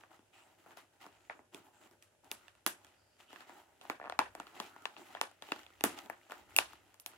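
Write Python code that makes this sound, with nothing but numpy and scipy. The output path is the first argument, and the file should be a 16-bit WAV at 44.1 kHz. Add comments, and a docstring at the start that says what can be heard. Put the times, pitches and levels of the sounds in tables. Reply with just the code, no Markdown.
"""Paper and film crackle round a plastic meal tray, worked by hand close to a phone in a small soft room.
Creases buckle with sharp snaps that ring the tray; between them the paper rustles in dense tiny creases,
the film hisses over the rim, and the tray creaks once. The room gives a short tail, over faint mains hum
and a low rumble that comes and goes, swelling into a thud under a loud tray snap.
Stereo, from the phone's two microphone ports."""
import sys
import numpy as np
from scipy import signal
from scipy.fft import rfft, irfft
from scipy.io import wavfile
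from scipy.ndimage import uniform_filter1d

SR = 44100
rng = np.random.default_rng(int(sys.argv[2]) if len(sys.argv) > 2 else 0)


def dump(signal):
    """Clip the signal to [-1, 1] and save it as 16-bit WAV at the path in sys.argv[1]."""
    limited = np.clip(np.atleast_2d(signal).T, -1, 1)
    pcm = np.round(limited * 32767).astype(np.int16)
    wavfile.write(sys.argv[1], SR, pcm)


N = 316197

# quiet rustle between scrapes: t/s, level/dB, brightness/dB
QUIET_RUSTLE = [(0, -78, -1), (1.2, -73, -15), (1.45, -92, -6), (2.0, -84, -4), (2.6, -84, 0),
                (2.8, -70.5, 0), (3.1, -76, 0), (3.7, -70.5, -3), (4.3, -66.5, -11), (4.8, -62, -3.5),
                (5.3, -70.5, 0.5), (5.399, -77, 5), (5.7, -70.5, 5), (6.2, -66, -3), (6.9, -69, -1),
                (7.17, -87, 5)]
# scrapes of the paper, close up: start/s, length/s, level/dB, brightness/dB
PAPER_SCRAPES = [(0, .02, -64, -1.5), (0.087, 0.058, -62, -1), (0.314, 0.08, -66.5, 2.5),
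                 (0.376, 0.15, -68, -2), (0.504, .025, -67, -12), (0.563, 0.084, -67.5, -2),
                 (0.642, 0.077, -60, -5), (0.752, 0.021, -58.5, 5.5), (0.911, 0.026, -71, 1),
                 (0.987, 0.051, -60, 5), (1.09, .18, -72.5, 2), (1.324, 0.065, -61, -22),
                 (1.51, 0.075, -58, -2), (1.62, 0.052, -62, -8), (1.711, 0.066, -66.5, -4.5),
                 (1.787, 0.077, -61.5, -4), (1.9, 0.026, -64, -7), (2, 0.022, -71.5, 5.5),
                 (2.097, .03, -73.5, -4), (2.217, 0.065, -61.5, -10), (2.28, .2, -68.5, 3.5),
                 (2.553, 0.025, -73, 2), (2.792, 0.13, -77, 4), (3.17, 0.05, -64, 4),
                 (3.278, 0.14, -62, 2.5), (3.451, 0.14, -59, -2), (3.81, 0.11, -60, -2.5),
                 (4.36, 0.31, -65.5, 2.5), (4.528, .14, -57, 3), (4.958, 0.062, -53.5, -8),
                 (5.034, 0.11, -61.5, 3.5), (5.403, 0.21, -58, -0.5), (5.816, .13, -55.5, 1.5),
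                 (5.952, 0.024, -48.5, -1), (6.013, 0.048, -55.5, -8.5), (6.277, 0.12, -57.5, -5),
                 (6.472, 0.11, -63.5, 4.5), (6.677, 0.054, -66.5, 9.5), (7.07, 0.088, -65, 2.5)]
# resonances of the paper's low body, mid sheet and high hiss: f/Hz, width/Hz, level/dB
BODY_MODES = [(345, 173, -2), (641, 67, -3), (795, 272, 2), (1230, 400, -9.5)]
SHEET_MODES = [(1345, 220, 7.5), (2080, 235, 7.5), (2527, 1540, 1), (3740, 520, -10.5)]
HISS_MODES = [(5000, 1000, -10), (7310, 2000, 2), (10600, 8500, -4), (14300, 3200, -4.5)]
# crinkles against body, sheet and hiss: level/dB
CRINKLE_LEVELS = [-8, -7.5, -18]
# spectrum of the room tone: f/Hz, relative level/dB
ROOM_TONE = [(15, -52.5), (25, -26), (87, 3.5), (166, -3.5), (317, -7), (607, 8), (775, -6), (1130, -37),
             (1370, -3.5), (5570, -15), (7510, -15), (14800, -30.5), (16000, -36)]
# low rumble, swelling into a thud under the loud tray snap at 5.84 s: t/s, level/dB
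LOW_RUMBLE = [(0, -94), (.18, -92), (.7, -99), (1.0, -84), (1.6, -89), (1.9, -100), (2.3, -86), (2.95, -86),
              (3.4, -99), (4.05, -80.5), (4.25, -68.5), (4.5, -81), (5.0, -98), (5.78, -77), (5.84, -65),
              (6.05, -90), (6.25, -100), (6.41, -75), (6.6, -68), (6.83, -77), (7.05, -100), (7.17, -100)]
# edges of the six bands of a snap (boom, knock, clack, tick, crack, sizzle): f/Hz
BAND_EDGES = [210, 500, 1100, 2200, 4500, 9500, 14800]
# colour common to all snaps, by band: level/dB
SNAP_COLOUR = [2.5, 0, 1.5, 6.5, 7.5, 4.5]
# part of each band that differs between the microphone ports: amplitude fraction
PORT_SPREAD = [.15, .3, .45, .6, .9, .95]
# snaps, close up: t/s, level/dB, favoured ring/Hz, crack/Hz,
# then relative: boom/dB, tick/dB, crack/dB, left minus right/dB, echo/dB
CREASE_SNAPS = [(0.035, -47, 1210, 5560, -20, -14.5, -31, -2.5, -15.5),
                (0.191, -55, 560, 4580, -3, -10, -27, 0, -19),
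                (0.661, -48, 727, 7050, -14, -24, -28, 3, -14),
                (0.707, -48.5, 953, 8390, -19, -12, -20, 1.5, -10),
                (0.771, -42.5, 700, 8320, -25, -17, -13, 5, -12.5),
                (1.054, -44, 659, 4730, -20, -25, -27, 0.5, -19),
                (1.064, -42, 735, 7750, -12, -15, -17, -1, -17),
                (1.297, -28, 1790, 4510, -34, -20, -42, 1, -17.5),
                (1.391, -44.5, 700, 7180, -12, -30, -35, -3, -17),
                (1.545, -44.5, 570, 4650, -0.5, 1.5, -5.5, -4, -15.5),
                (1.911, -58, 640, 7600, -7, -12, -5.5, -1, -15),
                (2.024, -61, 2360, 5880, -20, 6, 5, -3, -12),
                (2.244, -60, 776, 6940, -11, -13, -3, 4.5, -14),
                (2.314, -36, 880, 9400, -13.5, 3, 0.5, -2, -16.5),
                (2.481, -48.5, 1770, 5440, -30, -1, -16, -7.5, -14),
                (2.551, -58.5, 1070, 4990, -24, -4, -10, -1.5, -17),
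                (2.663, -21, 2010, 12100, -18, -4.5, -1.5, -1.5, -15.5),
                (2.846, -53, 1870, 6330, -13.5, -3, -1, 0.0, -21),
                (2.867, -56.5, 750, 4500, -17, -1, -8, -2.5, -15),
                (3.329, -41, 645, 6750, -12, -13, -18, 2.0, -14),
                (3.359, -42, 1960, 6560, -27, -8.5, -31, -10, -15),
                (3.405, -42, 1770, 7830, -23, -11, -20, 4, -14.5),
                (3.494, -40, 613, 4650, -17, -19, -24, 0.0, -15.5),
                (3.812, -47.5, 726, 5670, -22, 0, -10, -1, -11.5),
                (3.851, -40.5, 730, 5520, -29, -18, -28, 3.5, -24),
                (3.898, -22.5, 980, 7630, -15.5, -9.5, -20.5, -1, -21),
                (4.097, -26, 650, 5140, -30, -13, -24, 0.5, -21.5),
                (4.122, -29, 729, 5390, -29, -12.5, -33, 2, -22),
                (4.19, -13, 920, 5050, -22, -9.5, -20, 3.5, -19.5),
                (4.35, -33.5, 765, 7260, -21.5, -16, -16, 2, -18.5),
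                (4.378, -54, 821, 6170, -2.5, -18, -22, 5, -25),
                (4.399, -30.5, 780, 5160, -18, -12, -17, 0, -20),
                (4.468, -45.5, 1410, 5620, -24, -2, -16, 2, -14),
                (4.6, -28, 596, 4500, -13.5, -4, -13.5, 3, -19),
                (4.623, -41, 920, 4500, -14, -13, -26, 1.5, -30),
                (4.762, -41.5, 870, 6900, -15.5, -22, -23, 4.5, -23),
                (4.821, -56.5, 1310, 7430, -7, -5, -4, 1.5, -19),
                (4.854, -26.5, 1030, 4510, -28, -1.5, -18.5, 4.5, -22),
                (4.965, -44.5, 800, 4910, -32, -0.5, -32, 4, -11.5),
                (5.149, -31, 774, 4590, -26, -11, -37, 3.5, -17.5),
                (5.17, -38, 1790, 4810, -21.5, -21, -31, -1.0, -24),
                (5.212, -19, 910, 5240, -27, -6, -13, -0.5, -21),
                (5.313, -51, 710, 5390, -22, -15, -14, 4, -24),
                (5.422, -37.5, 885, 4540, -15, -1, -13.5, 2.5, -18.5),
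                (5.487, -44, 907, 4650, -11, -7, -23, 2, -17),
                (5.519, -23.5, 870, 4580, -13, -4.5, -21, 1.0, -21.5),
                (5.56, -43, 1410, 7330, -14, -12, -15, -5, -24),
                (5.591, -45.5, 1380, 6730, -15, -5, -14, 0, -22),
                (5.632, -49.5, 1380, 4520, -29, -6, -15, 1.5, -18),
                (5.664, -53.5, 3040, 5570, -19, 5, -15, -2, -19),
                (5.703, -53.5, 1370, 10500, -14, -11, -22, -1, -23),
                (5.808, -36, 910, 4510, -12, 0, -8.5, 2, -23.5),
                (5.838, -17.5, 930, 9800, -7.5, -5, -5, -2, -16.5),
                (5.988, -44, 732, 6700, -9, 2, -5.5, 8, -29),
                (6.059, -51, 969, 8600, -18, -3, -9, 1.0, -18),
                (6.098, -27.5, 840, 11500, -22, -35, -21, 5.5, -19),
                (6.297, -43, 813, 7810, -20, -31, -18, 3.0, -11),
                (6.308, -45, 2680, 10300, -18, 0.5, -13, 0, -12),
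                (6.319, -31.5, 1330, 10000, -45, -12.5, -18, 4, -21),
                (6.339, -52, 894, 5170, -10, -9, -11, -0.5, -19),
                (6.563, -33.5, 2880, 12000, -21, 12, 11.5, 0.5, -18),
                (6.586, -16, 2640, 4740, -24.5, 3.5, -6.5, 3.5, -21),
                (6.732, -45, 1170, 9440, -24, -15, -13.5, 5, -19),
                (6.942, -53, 883, 8020, -21, -5, -6, 2.0, -21),
                (6.998, -59, 3120, 11100, -25, 6, 11.5, -1.5, -17.5),
                (7.061, -40.5, 890, 12400, -16.5, 3, 3.5, 3, -16),
                (7.134, -51, 1330, 7270, -18, -14, -23, -2.5, -16)]
# tray modes, a row for each of the four lower bands: f/Hz, t60/s
TRAY_MODES = [
    [(250, 0.0071), (305, 0.049), (400, 0.041)],
    [(620, 0.008), (730, 0.021), (870, 0.025), (1000, 0.0086)],
    [(1200, 0.0063), (1410, 0.017), (1750, 0.012), (2000, 0.017)],
    [(2400, 0.0013), (2750, 0.0066), (3400, 0.006), (4000, 0.0028)],
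]
# how much sooner a snap reaches the left port: t/s, lead/samples
LEFT_LEAD = [(0, 1), (2.5, 1), (3.8, 5), (7.2, 4)]
# tail of the room, by band: t60/s, level/dB
ROOM_TAIL = [(0.25, 3.5), (0.21, 1.5), (0.22, -1.5), (0.24, -9), (0.22, -10), (0.11, -3)]
# slow slides of the film: start/s, end/s, f/Hz, width/Hz, level/dB
FILM_SLIDES = [(0.321, 0.495, 7850, 1500, -78.5), (0.318, 0.445, 2670, 900, -67.5),
               (1.097, 1.447, 7040, 1400, -84), (1.1, 1.295, 2400, 500, -85),
               (1.717, 1.89, 7400, 1540, -77), (2.942, 3.21, 4730, 700, -79),
               (3.271, 3.356, 2960, 600, -64.5), (4.674, 4.871, 1350, 300, -61.5),
               (5.444, 5.677, 2920, 700, -67)]
# mix of each slip in the creak: boom/dB, tick/dB, crack/dB, left minus right/dB, echo/dB
CREAK_MIX = [-21, -23, -44, 1, -21]
# resonances and dips of the phone body at the microphone: f/Hz, width/Hz, gain/dB
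PHONE_BODY = [(353, 29, 3), (533, 384, -4.5), (865, 610, -2.5), (1340, 130, -4.5), (2078, 450, -9.5),
              (2800, 3100, 0), (4120, 1800, -4.5), (9360, 430, 1), (11000, 2220, 7.5), (16200, 540, -11.5)]

CREASES_PER_S, CRINKLES_PER_S, SIZE_SPREAD_DB = 3200, 150, 2.5
SCRAPE_ATTACK_S, SCRAPE_T60_S = .027, .28
HISS_DB, HISS_PER_BRIGHTNESS = -13, .39
ROOM_TONE_DB, HUM_DB, HUM_HZ = -72, -86, 100
SLIP_S, CRACK_S = .0003, .00036  # time constants
FAVOUR_DB, FAVOUR_OCTAVES = 12, .2  # lift of the modes near the favoured ring, and its reach
SPLIT_HZ, SPLIT_DB_PER_OCTAVE, SIZZLE_DB_PER_OCTAVE = 1050, 5.5, 8.5
FIRST_ECHO_S = .008
CREAK_START_S, CREAK_END_S, CREAK_FIRST_GAP_S, CREAK_GAP_RATIO = 3.998, 4.08, .015, .88
CREAK_DB, CREAK_RING_HZ, CREAK_CRACK_HZ = -35.5, 686, 5000


def undb(db):
    return 10 ** (np.asarray(db) / 20)


def unit(x):
    return x / np.sqrt(np.mean(x ** 2))


def resonate(x, hz, width):
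    """Resonance of gain 1 at its centre."""
    return signal.lfilter(*signal.iirpeak(min(hz, .45 * SR), hz / width, fs=SR), x)


def in_band(x, k):
    """The part of x within band k."""
    return signal.sosfilt(signal.butter(2, BAND_EDGES[k:k + 2], "band", fs=SR, output="sos"), x)


def wander(rate):
    """Random levels held 1 / rate s and smoothed twice; spread near 1."""
    hold = int(SR / rate)
    steps = np.repeat(rng.standard_normal(N // hold + 1), hold)
    return 1.3 * uniform_filter1d(uniform_filter1d(steps, hold), hold)[:N]


def ports(noise, spread):
    """Left and right microphone ports, from one common and two separate noises."""
    spread = np.clip(spread, 0, 1)
    return np.sqrt(1 - spread ** 2) * noise[0] + spread * noise[1:]


def scrape_gains():
    """Gains of body, sheet and hiss: each scrape rises, holds and dies over the quiet rustle."""
    def layers(db, bright_db):
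        return undb([db, db + bright_db, db + HISS_DB + HISS_PER_BRIGHTNESS * bright_db])

    t = np.arange(0, N + 64, 64) / SR
    times, db, bright_db = np.transpose(QUIET_RUSTLE)
    power = layers(np.interp(t, times, db), np.interp(t, times, bright_db)) ** 2
    for start, length, db, bright_db in PAPER_SCRAPES:
        rise = np.clip((t - start) / SCRAPE_ATTACK_S + (start == 0), 0, 1) ** 2
        fall = np.exp(-np.log(1000) * np.maximum(t - start - length, 0) / SCRAPE_T60_S)
        power += (layers(db, bright_db)[:, None] * rise * fall) ** 2
    return [np.interp(np.arange(N) / SR, t, np.sqrt(p)) for p in power]


def creases(per_s):
    """Tiny creases give way as impulses of random time and uneven size."""
    return (rng.random(N) < per_s / SR) * undb(SIZE_SPREAD_DB * rng.exponential(size=N))


def crinkles(modes):
    """Scattered small pops, each in one resonance of the paper and from its own side."""
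    out = 0
    for hz, width, db in modes:
        pops = creases(CRINKLES_PER_S / len(modes))
        pan = rng.uniform(-1, 1, N)
        placed = pops * np.array([1 + pan / 2, 1 - pan / 2])
        out += undb(db) * resonate(resonate(placed, hz, width), hz, 2 * width)
    return unit(out)


def paper_rustle():
    """Close to the microphone, dense small creases gate the rubbing noise of the paper."""
    out = 0
    layers = zip(scrape_gains(), (BODY_MODES, SHEET_MODES, HISS_MODES), (.55, .85, 1.), CRINKLE_LEVELS)
    for gain, modes, spread, crinkle_db in layers:
        gate = unit(signal.lfilter([1], [1, -.9], creases(CREASES_PER_S))) + .53
        rub = gate * ports(rng.standard_normal((3, N)), spread)
        voiced = 0
        for hz, width, db in modes:
            voiced += undb(db + 1.6 * wander(25)) * resonate(resonate(rub, hz, width), hz, 2 * width)
        out += gain * (unit(voiced) + undb(crinkle_db) * crinkles(modes))
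    return out


def room_tone():
    """Steady room noise, alike at both ports in the bass, mains hum and a low rumble that comes and goes."""
    t = np.arange(N) / SR
    f = np.maximum(np.fft.rfftfreq(N, 1 / SR), 1)
    hz, db = np.transpose(ROOM_TONE)
    shape = undb(np.interp(np.log(f), np.log(hz), db))
    air = irfft(ports(rfft(rng.standard_normal((3, N))), spread=.42 + f / 1500) * shape, N)
    hum = undb(HUM_DB + 2 * wander(1.7)) * np.sqrt(2) * np.sin(2 * np.pi * HUM_HZ * t)
    noise = ports(rng.standard_normal((3, N)), spread=.53)
    rumble = resonate(resonate(noise, hz=60, width=22), hz=91, width=30)
    rumble_db = np.interp(t, *np.transpose(LOW_RUMBLE))
    return undb(ROOM_TONE_DB) * unit(air) + hum + undb(rumble_db) * unit(rumble)


def snap_colour(ring_hz, crack_hz, boom_db, tick_db, crack_db):
    """Band levels in dB: a higher ring tips knock towards clack, a higher crack towards sizzle."""
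    lean = SPLIT_DB_PER_OCTAVE * np.log2(ring_hz / SPLIT_HZ) * (ring_hz < BAND_EDGES[3])
    sizzle = SIZZLE_DB_PER_OCTAVE * np.log2(crack_hz / BAND_EDGES[5])
    return SNAP_COLOUR + np.array([boom_db, -max(lean, 0), min(lean, 0), tick_db,
                                   crack_db - max(sizzle, 0), crack_db + min(sizzle, 0)])


def snap(band_db, ring_hz, lead):
    """A brief slip rings the tray, most in the modes the crease's place favours, under a broad crack."""
    t = np.arange(2048) / SR
    noise, scatter = rng.standard_normal((3, len(t))), rng.standard_normal((4, 4))
    parts = []
    for k, modes in enumerate(TRAY_MODES):
        ring = 0
        for m, (hz, t60) in enumerate(modes):
            nearness = np.exp(-(np.log2(hz / ring_hz) / FAVOUR_OCTAVES) ** 2)
            gain = undb(FAVOUR_DB * nearness + 2.5 * scatter[k, m])
            ring += gain * np.sin(2 * np.pi * hz * t) * np.exp(-np.log(1000) * t / t60)
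        slip = ports(noise, PORT_SPREAD[k]) * t ** 3 * np.exp(-t / SLIP_S)
        rung = signal.fftconvolve(slip[:, :256], ring[None])[:, :len(t)]
        parts.append(in_band(rung, k))
    for k in (4, 5):  # crack and sizzle
        burst = ports(noise, PORT_SPREAD[k]) * t ** 3 * np.exp(-t / CRACK_S)
        parts.append(in_band(burst, k))
    out = sum(undb(db) * p / np.abs(p).max(axis=1, keepdims=True) for db, p in zip(band_db, parts))
    out[1] = np.roll(out[1], int(round(lead)))
    return out


def close_snaps(rows):
    """Direct sound of the snaps at the microphone, and the power each sends into the room by band."""
    direct, sent = np.zeros((2, N + 2048)), np.zeros((len(ROOM_TAIL), N))
    for start, db, ring_hz, *mix, pan_db, echo_db in rows:
        band_db = db + snap_colour(ring_hz, *mix)
        sound = snap(band_db, ring_hz, lead=np.interp(start, *np.transpose(LEFT_LEAD)))
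        i = int(start * SR)
        direct[:, i:i + sound.shape[1]] += sound * undb([[pan_db / 2], [-pan_db / 2]])
        sent[:, i] += undb(band_db + echo_db) ** 2
    return direct[:, :N], sent


def room_tail(sent):
    """Diffuse echoes of the small room build up after the first wall and die band by band."""
    t = np.arange(SR // 2) / SR
    out = 0
    for k, (t60, db) in enumerate(ROOM_TAIL):
        fade = np.clip(t / FIRST_ECHO_S, 0, 1) ** 4 * np.exp(-2 * np.log(1000) * t / t60)
        power = np.maximum(signal.fftconvolve(sent[k], fade)[:N], 0)
        noise = in_band(ports(rng.standard_normal((3, N)), 2.23 * PORT_SPREAD[k] + .12), k)
        out += undb(db + 2.5 * wander(120)) * np.sqrt(power) * unit(noise)
    return out


def film_slides():
    """Film drawn slowly over the rim hisses in one narrow band."""
    out = np.zeros((2, N))
    for start, end, hz, width, db in FILM_SLIDES:
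        i, j = int(start * SR), int(end * SR)
        rub = ports(rng.standard_normal((3, SR // 2)), spread=.83)
        hiss = resonate(resonate(rub, hz, width), hz, width)
        out[:, i:j] += undb(db) * unit(hiss)[:, :j - i] * signal.windows.tukey(j - i, .4)
    return out


def tray_creak():
    """The tray wall sticks and slips in a quickening run of dull snaps; rows as in CREASE_SNAPS."""
    jitter, softness, detune = rng.standard_normal((32, 3)).T
    gaps = CREAK_FIRST_GAP_S * CREAK_GAP_RATIO ** np.arange(len(jitter)) * np.exp(.1 * jitter)
    starts = CREAK_START_S + np.cumsum(gaps) - gaps
    slips = zip(starts, CREAK_DB - 2 * softness, CREAK_RING_HZ * np.exp(.081 * detune))
    return [(t, db, hz, CREAK_CRACK_HZ, *CREAK_MIX) for t, db, hz in slips if t < CREAK_END_S]


def scene():
    """Snaps, creak, paper and film close up, with the short tail and the room tone."""
    direct, sent = close_snaps(list(CREASE_SNAPS) + tray_creak())
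    return direct + room_tail(sent) + paper_rustle() + film_slides() + room_tone()


def record(dry):
    """The phone body colours the sound at the microphone, and the top is cut steeply."""
    for hz, width, db in PHONE_BODY:
        dry = dry + (undb(db) - 1) * resonate(dry, hz, width)
    return signal.sosfilt(signal.ellip(10, .2, 70, 16300, fs=SR, output="sos"), dry)


dry = scene()
out = record(dry)
dump(out)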